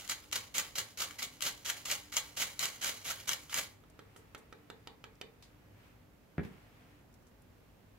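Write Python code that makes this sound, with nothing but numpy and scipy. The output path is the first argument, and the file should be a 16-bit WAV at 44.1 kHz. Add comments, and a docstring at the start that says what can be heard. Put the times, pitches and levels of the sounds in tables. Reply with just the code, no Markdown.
"""In a quiet kitchen a lemon is pushed down a hand grater over a steel bowl, about four strokes a second. The
rind tears in dense random clicks, with sharper snags, that excite resonances of plate and fruit. The lemon is
then tapped on the grater and put down on a wooden board with a thud: damped modes ring. Cloth rustles as dense,
nearly even clicks, fingers brush the teeth as bands of noise, and an appliance hums as wavering sines over room
noise. Dense, decaying echoes answer the grating, the taps and the thud."""
import sys
import numpy as np
from scipy import signal
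from scipy.fft import rfft, irfft
from scipy.io import wavfile

SR = 44100
rng = np.random.default_rng(int(sys.argv[2]) if len(sys.argv) > 2 else 0)


def transcribe(u):
    """Save the signal u as a 16-bit wav file named by the first command-line argument.

    u: samples, shape (n,) or (channels, n), limited to [-1, 1]; the rate is SR.
    q: integer samples, one column per channel.
    """
    v = np.clip(np.atleast_2d(u).T, -1, 1)
    q = np.round(v * 32767).astype(np.int16)
    wavfile.write(sys.argv[1], SR, q)


N = 351918

# left-right correlation of the diffuse sound in the room: frequency_hz, correlation
LIKENESS = [(60, 0.94), (125, 0.84), (250, 0.33), (600, 0.31), (2000, 0.046), (12000, 0.059)]


def amp(db):
    """Level in decibels to amplitude ratio."""
    return 10 ** (np.asarray(db) / 20)


def rms_one(x):
    """Normalisation to unit root-mean-square."""
    return x / np.sqrt(np.mean(x ** 2) + 1e-20)


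def at_hz(points, hz):
    """Linear interpolation of a table on a logarithmic frequency axis."""
    table = np.array(points)
    return np.interp(np.log(hz), np.log(table[:, 0]), table[:, 1])


def butter(order, hz, kind="low"):
    """Butterworth filter: a maximally flat passband."""
    return signal.butter(order, hz, kind, fs=SR, output="sos")


def colour(x, spectrum):
    """Minimum-phase filter by the folded cepstrum: nothing sounds early, and white noise keeps its rms."""
    grid_hz = np.linspace(1, SR / 2, 4097)
    cepstrum = irfft(np.log(amp(at_hz(spectrum, grid_hz))))
    cepstrum[1:4096] *= 2
    cepstrum[4097:] = 0
    impulse = irfft(np.exp(rfft(cepstrum)))
    impulse = impulse / np.linalg.norm(impulse)
    return signal.fftconvolve(np.atleast_2d(x), impulse[None], axes=1)[:, :N]


def drift(rate_hz):
    """Slow random fluctuation: white noise through two equal real poles, scaled to unit spread."""
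    r = np.exp(-2 * np.pi * rate_hz / SR)
    noise = rng.standard_normal(N + SR)
    return rms_one(signal.lfilter([1], [1, -2 * r, r * r], noise)[SR:])   # the first second settles


def ring(clicks, hz, t60_s):
    """Damped resonator: a unit click starts a decaying sine of unit initial height."""
    r, w = amp(-60 / (t60_s * SR)), 2 * np.pi * hz / SR
    return signal.lfilter([0, np.sin(w)], [1, -2 * r * np.cos(w), r * r], clicks + 1e-18)


def train(times_s, gains):
    """Impulse train: one click at each given time."""
    out = np.zeros(N)
    out[(np.asarray(times_s) * SR).astype(int)] = gains
    return out


def decays(times_s, gains, t60_s):
    """Exponential decay: an envelope that jumps at each time and dies away."""
    return signal.lfilter([1], [1, -amp(-60 / (t60_s * SR))], train(times_s, gains) + 1e-18)


def correlated(mid, side, alike):
    """Sum and difference of independent signals: a stereo pair with the given correlation."""
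    return np.sqrt(1 + alike) * mid + np.sqrt(1 - alike) * side * [[1], [-1]]


def tearing(per_s, spread_db, alike):
    """Random impulse noise: uneven clicks at chance times, only partly common to both sides."""
    sizes = amp(spread_db * np.minimum(rng.exponential(1, (2, N)), 4))
    signed = sizes * rng.choice([-1, 1], (2, N))
    mid, side = signed * (rng.random((2, N)) < per_s / SR)
    return rms_one(correlated(mid, side, alike))


def grating():
    """Excitation and resonance: torn rind clicks directly, rings the plate and, duller, the fruit."""
    # spectrum of the rasp, relative: frequency_hz, level_db (per Hz)
    rasp_spectrum = [(530, -31), (900, -5.5), (1400, 0), (2000, -2.5), (2800, -2), (3800, -4.5), (4800, -9),
                     (6000, -1), (7400, -5), (8200, -5.5), (9200, -19.5), (10500, -15), (13000, -11.5),
                     (14300, -11), (15300, -57), (16000, -30)]
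    # spectrum of the fruit's body, relative: frequency_hz, level_db (per Hz)
    fruit_spectrum = [(90, -11.5), (170, -4.5), (300, -9.5), (500, -3.5), (900, 1), (1400, -5.5),
                      (2200, -9)]
    rasp, dug, body = strokes()
    rows_of_teeth = amp(1.8 * drift(90))   # pressure jumps as the rind rides over the rows
    clicks = tearing(per_s=7000, spread_db=2, alike=0.17) * rows_of_teeth
    torn = rasp * clicks + snags()
    rasping = colour(torn + plate(torn), rasp_spectrum)
    lower = signal.sosfilt(butter(1, 1900), rasping)
    dug_rasp = rasping + (dug - 1) * lower
    fruit = colour((body * clicks).mean(axis=0), fruit_spectrum)
    return dug_rasp + amp(6) * fruit


def strokes():
    """Force envelopes of rasp, its lower part and the fruit: bite, stall, push, release, light return."""
    # strokes; levels before the resonances, the last one reached as the turn begins:
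    # start_s, push_s, bite_db, push_end_db, stall_db (against the push), return_start_db, return_end_db
    stroke_rows = [(-0.13, 0.067, -45, -33, 0, -46.5, -51.5), (0.088, 0.033, -36, -41, -0.5, -57.5, -63),
                   (0.321, .04, -35.5, -37.5, -5, -52.5, -62), (0.54, 0.05, -38.5, -31.5, -1.5, -58, -56),
                   (0.752, 0.033, -36.5, -33, -13, -53, -62), (0.972, 0.052, -50.5, -35, -0.5, -53, -55.5),
                   (1.183, .046, -41, -36, -13, -67, -60.5), (1.414, .058, -38.5, -33, -4, -54, -60),
                   (1.647, 0.05, -47, -33.5, -0.5, -73, -52.5), (1.85, 0.068, -41.5, -35, -11, -46.5, -60),
                   (2.119, .052, -44.5, -32.5, -12.5, -57, -58),
                   (2.364, .06, -43.5, -34.5, 0, -51.5, -54.5), (2.59, 0.062, -38, -35, -2, -54.5, -53.5),
                   (2.811, 0.077, -43.5, -37, 2.5, -53.5, -53.5), (3.044, 0.068, -48, -37, 1, -58, -54),
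                   (3.272, 0.055, -40.5, -39, 2.5, -62, -57.5),
                   (3.49, 0.093, -51.5, -38.5, -0.5, -42.5, -80.5)]
    last_return_end_s = 3.867
    bite_s, release_db_per_s = 0.0059, 534   # the push bites at once and lets go quickly
    turn_s, turn_db = 0.075, -8   # the hand stops to turn before each push, and the return fades
    stall_share = 0.69   # the fruit sticks this far into the push, then jerks on
    dig_db, dig_s = -4.5, 0.018   # the teeth first skim the rind: the lower rasp comes in late
    body_push_db, body_return_db = -9, -4.5   # body of the fruit against the rasp
    t, push, back, dug = np.arange(N) / SR, np.zeros(N), np.zeros(N), np.ones(N)
    nexts = [row[0] for row in stroke_rows[1:]] + [last_return_end_s]
    for row, following in zip(stroke_rows, nexts):
        s, length, bite_db, end_db, stall_db, back_db, last_db = row
        end = s + length
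        at = (t >= s) & (t < following)
        now = t[at]
        pressed_db = np.interp(now, [s, end], [bite_db, end_db])
        pressed_db += np.interp(now, [s, s + stall_share * length, end], [0, stall_db, 0])
        pressed_db -= release_db_per_s * np.maximum(now - end, 0)
        push[at] = amp(pressed_db) * np.minimum((now - s) / bite_s, 1)
        back_times = [s, end, following - turn_s, following]
        back[at] = amp(np.interp(now, back_times, [last_db, back_db, last_db, last_db + turn_db]))
        dug[at] = amp(dig_db * np.exp((s - now) / dig_s))
    body = dug * (amp(body_push_db) * push + amp(body_return_db) * back)
    return push + back, dug, body


def snags():
    """Stick and slip: a row of teeth bites and lets go in a sharp click with a short decaying tear."""
    # snags, before the plate rings: time_s, level_db, treble_db (against level_db)
    snag_rows = [(0.0773, -42, 2), (0.0963, -26.5, 5), (0.119, -33, 1), (0.3143, -42.5, 2),
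                 (0.3284, -31.5, -2.5), (0.3573, -37, 11), (0.3616, -21, -7.5), (0.5462, -34, -4),
                 (0.5824, -31.5, 9.5), (0.7562, -38, 3), (0.785, -26, 2), (0.974, -44.5, 5),
                 (1.003, -37, 6), (1.0195, -27, 1), (1.109, -36.5, -6), (1.193, -36, -14),
                 (1.222, -30, -12), (1.407, -34, -4), (1.4232, -33, 9), (1.4671, -37, -3), (1.6617, -34, 4),
                 (1.7, -34.5, 11.5), (1.857, -34.5, 6.5), (1.902, -25, -8), (1.914, -29.5, 8),
                 (1.9522, -39, 7), (2.1252, -36.5, -22), (2.1681, -33, 10.5), (2.3699, -36, -3),
                 (2.4, -36, -1), (2.593, -31, 6), (2.6559, -35, 10), (2.814, -45, -6), (2.845, -32, 8),
                 (3.055, -37, -11), (3.277, -46, 1), (3.292, -24, 1), (3.3327, -31, 4), (3.496, -39, -9),
                 (3.5291, -28, -8), (3.5431, -23, 3), (3.576, -29.5, 3), (3.59, -29, 0)]
    t60_s = 0.013
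    s, level_db, treble_db = np.transpose(snag_rows)
    pan_db = 4.5 + 5 * rng.standard_normal(len(s))   # left over right: where on the plate is chance
    snap = tearing(per_s=29000, spread_db=5, alike=1)
    snap[:, (s * SR).astype(int)] = 1.77   # the letting go is one sharp click
    dull = signal.sosfilt(butter(2, 4800), snap)
    bright = snap - dull
    sides = []
    for k, way in enumerate([1, -1]):
        side_db = level_db + way * pan_db / 2
        dull_part = dull[k] * decays(s, amp(side_db), t60_s)
        bright_part = bright[k] * decays(s, amp(side_db + treble_db), t60_s)
        sides.append(dull_part + bright_part)
    return np.array(sides)


def plate(torn):
    """Modal superposition: plate modes of alternating sign, each with a half-power width."""
    # modes of the toothed plate: frequency_hz, width_hz, level_db (relative)
    plate_modes = [(1370, 200, -9), (1950, 200, -7), (2350, 180, -8), (2780, 200, -4), (3300, 250, -7),
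                   (3950, 250, -6), (5370, 400, -5), (6300, 400, -7), (7280, 350, -9), (10700, 500, -6),
                   (12300, 500, -8)]
    out = 0
    for k, (hz, width_hz, level_db) in enumerate(plate_modes):
        free = amp(level_db + 4 * drift(6))   # the moving fruit damps now one mode, now another
        t60_s = np.log(1000) / np.pi / width_hz
        out = out + (-1) ** k * 2 * np.pi * width_hz / SR * ring(free * torn, hz, t60_s)
    return out


def struck(s, level_db, treble_db, modes, knee_hz, longest_s):
    """Modal excitation: each blow strikes each mode by chance; treble_db weights the high modes."""
    luck_db = rng.normal(0, 1.5, (len(s), len(modes)))
    out = np.zeros((2, N))   # low modes, high modes
    for k, (hz, mode_db, t60_s) in enumerate(modes):
        high = int(hz > knee_hz)
        gains = amp(level_db + mode_db + luck_db[:, k] + high * treble_db)
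        blows = train(s, -gains * (-1) ** (k * high))
        out[high] += ring(blows, hz, min(t60_s, 0.015 if high else longest_s))
    return out


def taps():
    """Impact: the rind knocks on the frame: short modes, one sharp click and a little grit after it."""
    # taps, before modes and filters: time_s, level_db, treble_db (against level_db); the last row is no knock
    # but a faint, bright tick that sounds with the scratch of the teeth at 5.42 s
    tap_rows = [(3.838, -45.5, -22), (3.992, -35, -15), (4.162, -38, -18.5), (4.348, -32, -9.5),
                (4.526, -32.5, -17), (4.701, -29.5, -14), (4.873, -31, -10.5), (5.041, -34, -12),
                (5.213, -31, -5.5), (5.425, -59.5, 6)]
    # modes of the frame, undamped by the hand: frequency_hz, level_db (relative), t60_s
    frame_modes = [(344, -15, 0.046), (467, 2, 0.054), (830, 8, 0.0045), (1295, 5, 0.031),
                   (1580, -8, 0.011), (2454, 7, 0.031), (3030, 1.5, 0.02), (3500, 2, 0.006),
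                   (4830, -18, 0.0066), (5700, -4, 0.01)]
    # spectrum of click and grit, relative: frequency_hz, level_db (per Hz)
    crack_spectrum = [(150, -14), (600, -6.5), (3000, 0.5), (7000, -11), (9200, -20.5), (12000, -16),
                      (16000, -46)]
    s, level_db, treble_db = np.transpose(tap_rows)
    grit = rng.standard_normal(N) * decays(s, amp(level_db + treble_db + 1), 0.025)
    click = train(s, -amp(level_db + treble_db + 9))
    # the hand damps the frame, so no mode outlasts longest_s
    modes = struck(s, level_db - 16, treble_db + 8.5, frame_modes, knee_hz=2000, longest_s=0.035)
    return modes.sum(axis=0) + colour(click + grit, crack_spectrum)[0]


def thud():
    """Contact time: the squashing fruit smooths the low modes; weaker blows are softer, so duller."""
    # lemon lands on the board and rocks, before the modes: time_s, level_db
    thud_rows = [(6.3809, -21.5), (6.3933, -23.5), (6.413, -31), (6.433, -37), (6.45, -37.5), (6.478, -43),
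                 (6.512, -43), (6.544, -54), (6.58, -55), (6.652, -59)]
    # modes of the board, before the limit on decay: frequency_hz, level_db (relative), t60_s
    board_modes = [(90.4, -16, 0.25), (173, -6.5, 0.041), (246, 3.5, 0.018), (360, 2, 0.023),
                   (470, -4, 0.022), (695, -9.5, 0.017), (1010, -10.5, .02), (1340, -8.5, 0.0098),
                   (1640, -8.5, 0.011), (2100, -11, 0.0052)]
    s, level_db = np.transpose(thud_rows)
    hardness_db = 2.1 * (level_db - level_db[0])
    low, high = struck(s, level_db - 3.5, hardness_db, board_modes, knee_hz=500, longest_s=0.19)
    squash = np.hanning(round(0.0032 * SR))   # the length of the contact
    swollen = signal.lfilter(-squash / squash.sum(), [1], low)
    swollen = signal.sosfilt(butter(2, 85, "high"), swollen)   # a small board radiates little deep bass
    burst = rng.standard_normal(N) * decays(s, amp(level_db + hardness_db - 16.5), 0.074)
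    crack = signal.sosfilt(butter(4, [600, 2500], "band"), burst)
    return swollen + high + crack


def rustle():
    """Friction noise: cloth and skin click at random under a moving level; the fruit scrapes on the board."""
    # cloth and skin moving, mean level: time_s, level_db
    rustle_rows = [(3.7, -75.5), (4.1, -68), (5.3, -77), (5.55, -70.5), (5.72, -72.5), (5.8, -66),
                   (5.87, -64), (6.1, -82), (6.37, -73), (6.5, -63.5), (6.7, -66.5), (7.0, -70),
                   (7.05, -79), (7.98, -74)]
    # scuffs of the fruit scraping on the board as it settles: time_s, level_db
    scuff_rows = [(6.432, -58), (6.449, -56.5)]
    # spectrum of cloth, relative: frequency_hz, level_db (per Hz)
    cloth_spectrum = [(300, -6.5), (700, -3), (2000, -4), (2700, -5.5), (3400, -11.5), (6000, -19.5),
                      (10000, -23)]
    s, level_db = np.transpose(rustle_rows)
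    gain = amp(np.interp(np.arange(N) / SR, s, level_db, left=-90) + drift(1.6))
    s, level_db = np.transpose(scuff_rows)
    gain = gain + decays(s, amp(level_db), 0.13)
    return gain * colour(tearing(per_s=6000, spread_db=0.5, alike=0.055), cloth_spectrum)


def brushes():
    """Band-limited noise: fingers and rind brush the teeth in dying bursts of at most 0.2 s."""
    # brushes, before the band filter: time_s, level_db (3.5 dB above the burst), centre_hz, t60_s
    brush_rows = [(3.804, -62, 8500, 0.023), (3.899, -53.5, 8000, 0.046), (4.163, -50, 7450, 0.19),
                  (4.378, -51.5, 8000, 0.11), (5.154, -54, 5500, 0.022), (5.424, -46, 4050, 0.22),
                  (6.435, -56, 3500, 0.13), (7.128, -62, 6000, .05), (7.14, -54, 5550, .06),
                  (7.224, -62, 6500, .06), (7.268, -56.5, 6200, 0.074), (7.284, -63, 7500, 0.04),
                  (7.42, -56, 9570, .04)]
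    out = np.zeros((2, N))
    noise = rng.standard_normal((2, N))
    for s, level_db, hz, t60_s in brush_rows:
        at = slice(int(s * SR), int((s + 0.2) * SR))
        band = signal.sosfilt(butter(1, [hz / 1.35, hz * 1.35], "band"), noise[:, at])
        out[:, at] += band * decays([s], amp(level_db - 3.5), t60_s)[at]
    return out


def kitchen(x):
    """Reverberation: octave bands of noise rise in about a millisecond and decay, alike in the bass."""
    # reverberation time: frequency_hz, t60_s
    reverberation = [(60, 0.15), (500, 0.35), (2000, 0.26), (6000, 0.19), (14000, 0.1)]
    t, out = np.arange(SR // 2) / SR, 0
    mid, side = rng.standard_normal((2, SR // 2))
    for low_hz in 40 * 2. ** np.arange(9):
        centre_hz = low_hz * 2 ** .5
        both = correlated(mid, side, at_hz(LIKENESS, centre_hz))
        band = signal.sosfilt(butter(2, [low_hz, 2 * low_hz], "band"), both)
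        out = out + band * amp(-60 * t / at_hz(reverberation, centre_hz))
    out = out * np.minimum(t / 0.0011, 1)
    return signal.fftconvolve(x[None], out / np.linalg.norm(out[0]), axes=1)[:, :N]


def hum():
    """Narrow-band tones: an appliance's sines waver in level and phase."""
    # tones of the appliance, mean level: frequency_hz, level_db
    hum_tones = [(102.3, -70), (123.8, -79.5), (247.6, -76.5), (296.1, -73.5)]
    t, out = np.arange(N) / SR, 0
    for hz, level_db in hum_tones:
        cycles = hz * t + 0.26 * drift(1.26)
        out = out + amp(level_db + 4.5 * drift(5.9)) * np.sin(2 * np.pi * cycles)
    return out


def air():
    """Diffuse field: shaped room noise whose two sides are correlated in the bass."""
    # spectrum of the room noise, relative: frequency_hz, level_db (per Hz)
    air_spectrum = [(20, -22), (32, -13), (53, -1), (100, -5), (150, -5), (300, -13), (520, -14.5),
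                    (1160, -24), (2000, -27), (4000, -34), (7000, -37), (9200, -41), (12500, -36),
                    (16000, -36.5)]
    # balance of left against right: frequency_hz, level_db
    air_lean = [(30, 3.5), (125, 1.3), (300, -2.5), (2000, -4), (12000, 0)]
    side_points = []
    for hz, c in np.clip(LIKENESS, 0, [SR, .99]):
        side_points.append((hz, 10 * np.log10((1 - c) / (1 + c))))   # side against mid, dB
    grid_hz = np.fft.rfftfreq(N, 1 / SR) + 1
    mid, side = rfft(rng.standard_normal((2, N))) * amp(at_hz(air_spectrum, grid_hz))
    side = side * amp(at_hz(side_points, grid_hz))
    lean = amp(at_hz(air_lean, grid_hz) * [[.5], [-.5]])
    noise = rms_one(irfft((mid + side * [[1], [-1]]) * lean, N))
    return noise * amp(-62.5 + 0.18 * drift(2))


def arrive(near):
    """Arrival-time difference: the left lags 3 samples, but 1 in the top that glances off the bowl."""
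    # left port against right, spectral shape: frequency_hz, level_db
    shadow_spectrum = [(300, 3), (1400, -2), (3000, 3.5), (6000, 6), (9000, 11), (15000, 6)]
    lower = signal.sosfiltfilt(butter(2, 7500), near[0])
    left = np.roll(lower, 3) + np.roll(near[0] - lower, 1)
    near[0] = amp(2) * colour(left, shadow_spectrum)[0]
    return near


def scene():
    """Superposition: direct sound, its echoes in the kitchen, the hands and the background."""
    rasp, knocks, drop = grating(), taps(), thud()
    near = arrive(rasp + knocks * amp([[-1.2], [1.2]]))
    dull_knocks = signal.sosfilt(butter(1, 3000), knocks)
    sent = amp(-7) * rasp.mean(axis=0) + amp(-1.5) * dull_knocks + amp(-2.5) * drop
    direct = near + drop * amp([[.6], [-.6]])
    return direct + kitchen(sent) + rustle() + brushes() + hum() + air()


def record(dry):
    """Band limitation: a steep low-pass, 60 dB down from 16.3 kHz up, cuts the top."""
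    return signal.sosfilt(signal.cheby2(16, 60, 16300, fs=SR, output="sos"), dry)


dry = scene()
out = record(dry)
transcribe(out)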